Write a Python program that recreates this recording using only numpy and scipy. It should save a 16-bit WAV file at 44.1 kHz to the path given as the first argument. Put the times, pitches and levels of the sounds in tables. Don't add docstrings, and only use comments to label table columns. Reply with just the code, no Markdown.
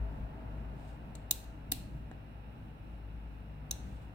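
import sys
import numpy as np
from scipy import signal
from scipy.fft import rfft, irfft, next_fast_len
from scipy.io import wavfile
from scipy.ndimage import uniform_filter1d

SR = 44100
rng = np.random.default_rng(int(sys.argv[2]) if len(sys.argv) > 2 else 0)


def generate_wav(signal):
    frames = np.transpose(np.atleast_2d(signal))
    scaled = np.clip(frames, -1, 1) * 32767
    pcm = np.round(scaled).astype(np.int16)
    wavfile.write(sys.argv[1], SR, pcm)


N = 182574
TIME = np.arange(N) / SR
EARS = np.array([[.5], [-.5]])


def undb(db):
    return 10 ** (np.asarray(db) / 20)


def unit(x):
    return x / np.sqrt(np.mean(x ** 2))


def across(rows, hz, column=1):
    rows = np.array(rows)
    return np.interp(np.log(np.maximum(hz, 1)), np.log(rows[:, 0]), rows[:, column])


def shape(x, rows):
    size = 2 * next_fast_len(x.shape[-1])
    gain = undb(across(rows, np.fft.rfftfreq(size, 1 / SR)))
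    cepstrum = irfft(np.log(gain))
    cepstrum[1:size // 2] *= 2
    cepstrum[size // 2 + 1:] = 0
    return irfft(rfft(x, size) * np.exp(rfft(cepstrum)))[..., :x.shape[-1]]


def balance(ears, rows):
    return np.array([shape(ear, [(row[0], share * row[-1]) for row in rows])
                     for ear, share in zip(ears, EARS[:, 0])])


def fade(t, t60):
    return (t >= 0) * np.exp(-np.log(1000) * np.maximum(t, 0) / t60)


def walk(rate_hz):
    k = int(SR / rate_hz)
    steps = np.repeat(rng.standard_normal(N // k + 1), k)
    return unit(uniform_filter1d(uniform_filter1d(steps, k), k)[:N])


def bell(x, centre, width):
    return np.exp(-.5 * ((x - centre) / width) ** 2)


def swells(rows, steady_db, column=2):
    power = sum((undb(row[column]) * bell(TIME, row[0], row[1])) ** 2 for row in rows)
    return np.sqrt(undb(steady_db) ** 2 + power)


def add(out, x, start_s):
    i = int(start_s * SR)
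    out[:, i:i + x.shape[1]] += x[:, :N - i]


def tones(lines, waver_hz=7):
    out = 0
    for hz, db, depth in lines:
        waver = 1 + depth * (walk(waver_hz) + 1j * walk(waver_hz))
        carrier = np.exp(2j * np.pi * (hz * TIME + rng.random()))
        out = out + undb(db) * unit(np.real(waver * carrier))
    return out


# (f/Hz, relative level/dB, modulation depth)
LOW_DRONE = [(54.3, -0.87, .12)]
UPPER_DRONE = [(63.2, 1.5, 0.14)]
# (t/s, half length/s, low drone gain/dB, upper drone gain/dB)
DRONE_SWELLS = [(.04, .055, -35.5, -49), (.23, 0.043, -40, -52), (.62, 0.14, -41.5, -60),
                (3.25, 0.28, -47, -62), (3.85, 0.18, -51, -49.5)]
# (f/Hz, level/dB, modulation depth)
MAINS_LINES = [(102.7, -57, 0.28), (149.9, -60.5, 0.93)]


def hum(pan_db=3.5):
    low = tones(LOW_DRONE) * swells(DRONE_SWELLS, steady_db=-49.2)
    upper = tones(UPPER_DRONE) * swells(DRONE_SWELLS, steady_db=-62, column=3)
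    ease_in = np.minimum(TIME / .004, 1)
    return ease_in * (low + upper + tones(MAINS_LINES)) * undb(pan_db * EARS)


# (f/Hz, side minus mid/dB, L-R/dB)
NOISE_IMAGE = [(58.5, -19, 0.5), (128.5, -19.5, -1), (251.5, -9.5, 0), (404, -4, 2), (694, -5, 0.5),
               (1133, 5, -0.5), (1656, -1, 2.5), (2170, -1.5, -2.5), (2630, 3, -7.5), (3250, 5.5, -4),
               (4000, -4.5, 2), (4520, 2.5, -5), (5300, -1.5, -0.5), (6540, 2, 0.5), (11960, 0, -1.5)]


def diffuse(spectrum):
    mid, side = unit(shape(rng.standard_normal((2, N)), spectrum))
    return balance(mid + 2 * EARS * shape(side, NOISE_IMAGE), NOISE_IMAGE)


def settle(rest_db, extra_db, settle_s):
    return rest_db + extra_db * np.exp(-(TIME / settle_s) ** 2)


# (f/Hz, relative density level/dB)
RUMBLE_SPECTRUM = [(15, -18.5), (28, -1), (42, -2), (60, 0.5), (78, -4), (95, -2), (135, 0.5), (175, -4),
                   (240, -5), (310, -9), (390, -26.5), (900, -56)]
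AIR_SPECTRUM = [(200, 0), (400, 1.5), (540, 2.5), (650, 1), (750, 2), (880, 1), (1000, -5.5), (1200, -8.5),
                (1320, -5.5), (1700, -7.5), (2200, -14.5), (3300, -29), (4500, -30.5), (9000, -58)]
FAN_SPECTRUM = [(1000, -24), (2150, -6.5), (2500, -3), (2850, -4), (3100, -14.5), (3700, -11.5),
                (4000, -10.5), (4750, -28.5), (5200, -17.5), (6000, -28), (7000, -35), (8200, -26),
                (11000, -26), (15500, -23.5)]
# (t/s, half length/s, gain/dB)
RUMBLE_SWELLS = [(1.87, 0.15, -49), (3.9, 0.041, -48.5)]
AIR_SWELLS = [(3.85, 0.23, -63)]


def ventilation(flutter_db=1.5, fan_db=-68.5):
    rumble_gain = swells(RUMBLE_SWELLS, settle(rest_db=-51, extra_db=4.55, settle_s=0.86))
    air_gain = swells(AIR_SWELLS, settle(rest_db=-61, extra_db=4.8, settle_s=1.22))
    rumble = diffuse(RUMBLE_SPECTRUM) * rumble_gain * undb(flutter_db * walk(14))
    air = diffuse(AIR_SPECTRUM) * air_gain * undb(0.319 * walk(7.64))
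    fan = unit(diffuse(FAN_SPECTRUM)) * undb(fan_db + 0.268 * walk(21))
    return rumble + air + fan


# (f/Hz, bandwidth/Hz, relative level/dB)
AIR_RESONANCES = [(405.4, 27, -2.5), (497.5, 29, -8.5), (647.6, 23, 3), (890, 110, 0.5)]


def hollow_air(start_db=-56.5, fade_db_per_s=5.5):
    air = diffuse(AIR_SPECTRUM)
    ring = sum(undb(db) * unit(signal.lfilter(*signal.iirpeak(hz, hz / width_hz, fs=SR), air))
               for hz, width_hz, db in AIR_RESONANCES)
    return unit(ring) * undb(start_db - fade_db_per_s * TIME)


# (t/s, half length/s, level/dB)
RUBS = [(0.868, 0.063, -71), (3.91, 0.11, -71.5)]
# (f/Hz, relative level/dB)
SKIN_SPECTRUM = [(1500, -19), (3500, -0.5), (6000, -10), (8500, -4), (11000, -18), (13000, -12),
                 (16000, -22)]


def thumb(grain_db=2):
    swell = sum(undb(db) * bell(TIME, middle_s, half_s) for middle_s, half_s, db in RUBS)
    grain = undb(grain_db * walk(150))
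    return swell * grain * unit(shape(rng.standard_normal((2, N)), SKIN_SPECTRUM))


def impact(t, tick_db=4, tick_t60=0.0013, chatter_t60=0.01, bounce_s=0.00075, bounce_db=-5):
    ticks = fade(t, tick_t60) + undb(bounce_db) * fade(t - bounce_s, tick_t60)
    return fade(t, chatter_t60) + undb(tick_db) * ticks


def chatter(force):
    impacts = force * rng.standard_normal(len(force))
    hz = np.fft.rfftfreq(len(force), 1 / SR)
    power = uniform_filter1d(np.abs(rfft(impacts)) ** 2, size=24)
    return shape(impacts, np.column_stack([hz, -10 * np.log10(power)])[1:])


# (f/Hz, relative level/dB)
CRACK_SPECTRUM = [(100, -16), (300, -4.5), (550, -2.5), (800, -17), (1400, -17), (2300, -15), (3600, -1),
                  (7000, 0), (11000, 3), (15000, 7.5), (16500, -6)]


def crack(t):
    return shape(signal.unit_impulse(len(t)), CRACK_SPECTRUM)


# (f/Hz, relative level/dB, T60/s, L-R/dB)
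BOARD_MODES = [ (295.2, -8.5, 0.0424, -6.5), (752.5, -13, 0.047, -3), (1070, -19, .025, -4),
               (1630, -12, 0.019, -14.5), (1918, -16, 0.025, -1), (2877, -4.5, 0.0202, -5.5),
               (3690, -4.5, 0.00967, -7), (3900, 2, 0.014, -4), (4113, -8.5, .018, -4),
               (5594, -4.5, 0.015, -6.5), (6347, 1.5, 0.012, -5), (6850, -1.5, 0.017, 3.5),
               (7640, 3.5, 0.014, 2), (8540, 3, 0.019, 4), (9400, -2.5, 0.017, -1.5),
               (9800, 1.5, 0.016, -1), (10830, -1, 0.01214, 2), (12200, -7, 0.0092, 1.5),
               (13260, 3.5, 0.012, 2), (14370, 2.5, 0.0091, 1.5), (15230, 1, 0.015, 0.5), ]


def board(t, ring_db):
    ring = sum(undb(db + pan_db * EARS) * np.cos(2 * np.pi * hz * t) * fade(t, t60)
               for hz, db, t60, pan_db in BOARD_MODES)
    return unit(crack(t)) + undb(ring_db) * unit(ring)


def touch(click, db, tilt_db, bands, tilt_from_hz=930):
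    hz = np.geomspace(100, SR / 2, 400)
    softness = tilt_db * np.log2(np.maximum(hz / tilt_from_hz, 1))
    place = sum(lift_db * bell(np.log2(hz / centre_hz), 0, octaves)
                for centre_hz, octaves, lift_db in bands)
    click = shape(click, np.column_stack([hz, softness + place]))
    return undb(db) * unit(click) * np.sqrt(.01 * SR / click.shape[1])


# (f/Hz, side minus mid/dB)
CLICK_WIDTH = [(300, -12), (1500, -2.5), (4000, 2), (8000, 1), (14000, -0.5)]
# (snap t/s, end stop t/s, rebound t/s, stop re snap/dB, rebound re snap/dB,
# scrape re snap/dB, level/dB, ring re crack/dB, treble tilt/(dB per octave), L-R/dB, room send/dB,
# bands [(f/Hz, width/octaves, gain/dB)])
FLIPS = [ (1.1526, 1.1527, 1.1556, 2, 3, -24, -51, 1, -6.5, 2, -1, [(300, 0.5, -18), (4300, 0.068, 7),
         (7760, 0.2, 13.5)]), (1.31, 1.311, 1.31275, 4.5, -2, -6.5, -23, 5, 2, -0.17, 0, [(700, .9, 2.5),
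         (1710, 0.39, -4), (3854, 0.1, 5), (6300, .2, 1.5), (10440, 0.15, -2.5), (13050, .06, 4.5)]),
         (1.7179, 1.7206, 1.7215, 6, 6, -6.5, -27, -2, 0, -1, 0.2, [(290, .35, 8.5), (755, .13, 6),
         (1135, .3, -6.5), (1780, 0.11, 5), (4400, 0.1, 5), (4630, 0.025, -7), (6500, .1, -6)]),
         (1.443, 1.437, 1.4405, 2, -6, -12, -61, -3, -6, 0, 0, [(8000, 0.58, -1)]),
         (2.114, 2.114, 2.1156, -1.5, -10, -24.5, -48.5, -1.5, -16, -0.69, 5, [(366, .4, -4),
         (1760, 0.13, 12), (8000, 0.17, 15)]),
         (3.7128, 3.7106, 3.7125, -2, -6, -22, -31.5, -5, -1.15, -0.8, -1.9, [(280, 0.29, 7.5),
         (1644, 0.089, 1), (3890, .12, 9.5), (4890, 0.068, -11), (6020, 0.14, 16), (8850, 0.21, 3),
         (11900, 0.12, 0)]), ]


def switches(scrape_rise_s=0.0051, wall_colour_share=0.72, lead_s=.005, length_s=.06):
    direct, to_walls = np.zeros((2, 2, N))
    t = np.arange(int(length_s * SR)) / SR
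    wall_crack = np.tile(crack(t), (2, 1))
    for (snap_s, stop_s, rebound_s, stop_db, rebound_db, scrape_db,
         db, ring_db, tilt_db, pan_db, send_db, bands) in FLIPS:
        now = t + snap_s - lead_s
        contacts = (snap_s, 0), (stop_s, stop_db), (rebound_s, rebound_db)
        contact_power = sum((undb(force_db) * impact(now - s)) ** 2 for s, force_db in contacts)
        scrape = undb(scrape_db) * fade(snap_s - now, scrape_rise_s)
        force = np.sqrt(scrape ** 2 + contact_power)
        drive = chatter(force) + 2 * EARS * shape(chatter(force), CLICK_WIDTH)
        click = signal.fftconvolve(drive, board(t, ring_db), axes=1)[:, :len(t)]
        wall_bands = [(hz, octaves, wall_colour_share * lift_db) for hz, octaves, lift_db in bands]
        add(direct, undb(pan_db * EARS) * touch(click, db, tilt_db, bands), snap_s - lead_s)
        add(to_walls, undb(send_db) * touch(wall_crack, db, tilt_db, wall_bands), stop_s)
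    return direct, to_walls


def wall_echo(direct, delay_s=.0135, db=-22):
    return undb(db) * np.roll(direct, int(delay_s * SR), axis=1)


# (f/Hz, gain/dB, T60/s)
ROOM_DECAY = [(300, -12, 0.44), (1470, -6.5, .45), (2750, 4.5, 0.41), (3218, -8.5, .42), (4200, -7, 0.42),
              (4800, -13.5, 0.46), (5450, -13, .42), (6300, -12.5, 0.47), (8650, -12.5, 0.4),
              (11180, -17.5, 0.31), (14990, -20, 0.29)]


def room(x, build_s=0.00381, band_hz=1000):
    t = np.arange(int(.7 * SR)) / SR
    hz = np.fft.rfftfreq(len(t), 1 / SR)
    noise = rfft(rng.standard_normal((2, len(t))))
    build_up = np.minimum(t / build_s, 1) ** 2
    response = 0
    for low in range(0, 18000, band_hz):
        band = (hz >= low) & (hz < low + band_hz)
        envelope = build_up * fade(t, across(ROOM_DECAY, hz[band].mean(), column=2))
        response = response + irfft(noise * band, len(t)) * envelope / np.sqrt(np.sum(envelope ** 2))
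    return signal.fftconvolve(x, shape(response, ROOM_DECAY), axes=1)[:, :N]


# (f/Hz, L-R/dB)
PORT_BALANCE = [(1500, 1.5), (3800, 3), (6000, -0.5), (9000, -0.5), (13000, 1)]


def scene():
    rub = thumb()
    clicks, to_walls = switches()
    reflections = wall_echo(clicks) + room(to_walls + rub)
    return rub + balance(clicks, PORT_BALANCE) + reflections + ventilation() + hollow_air() + hum()


def record(dry, top_hz=15900):
    return signal.sosfilt(signal.ellip(8, .2, 70, top_hz, fs=SR, output="sos"), dry)


dry = scene()
out = record(dry)
generate_wav(out)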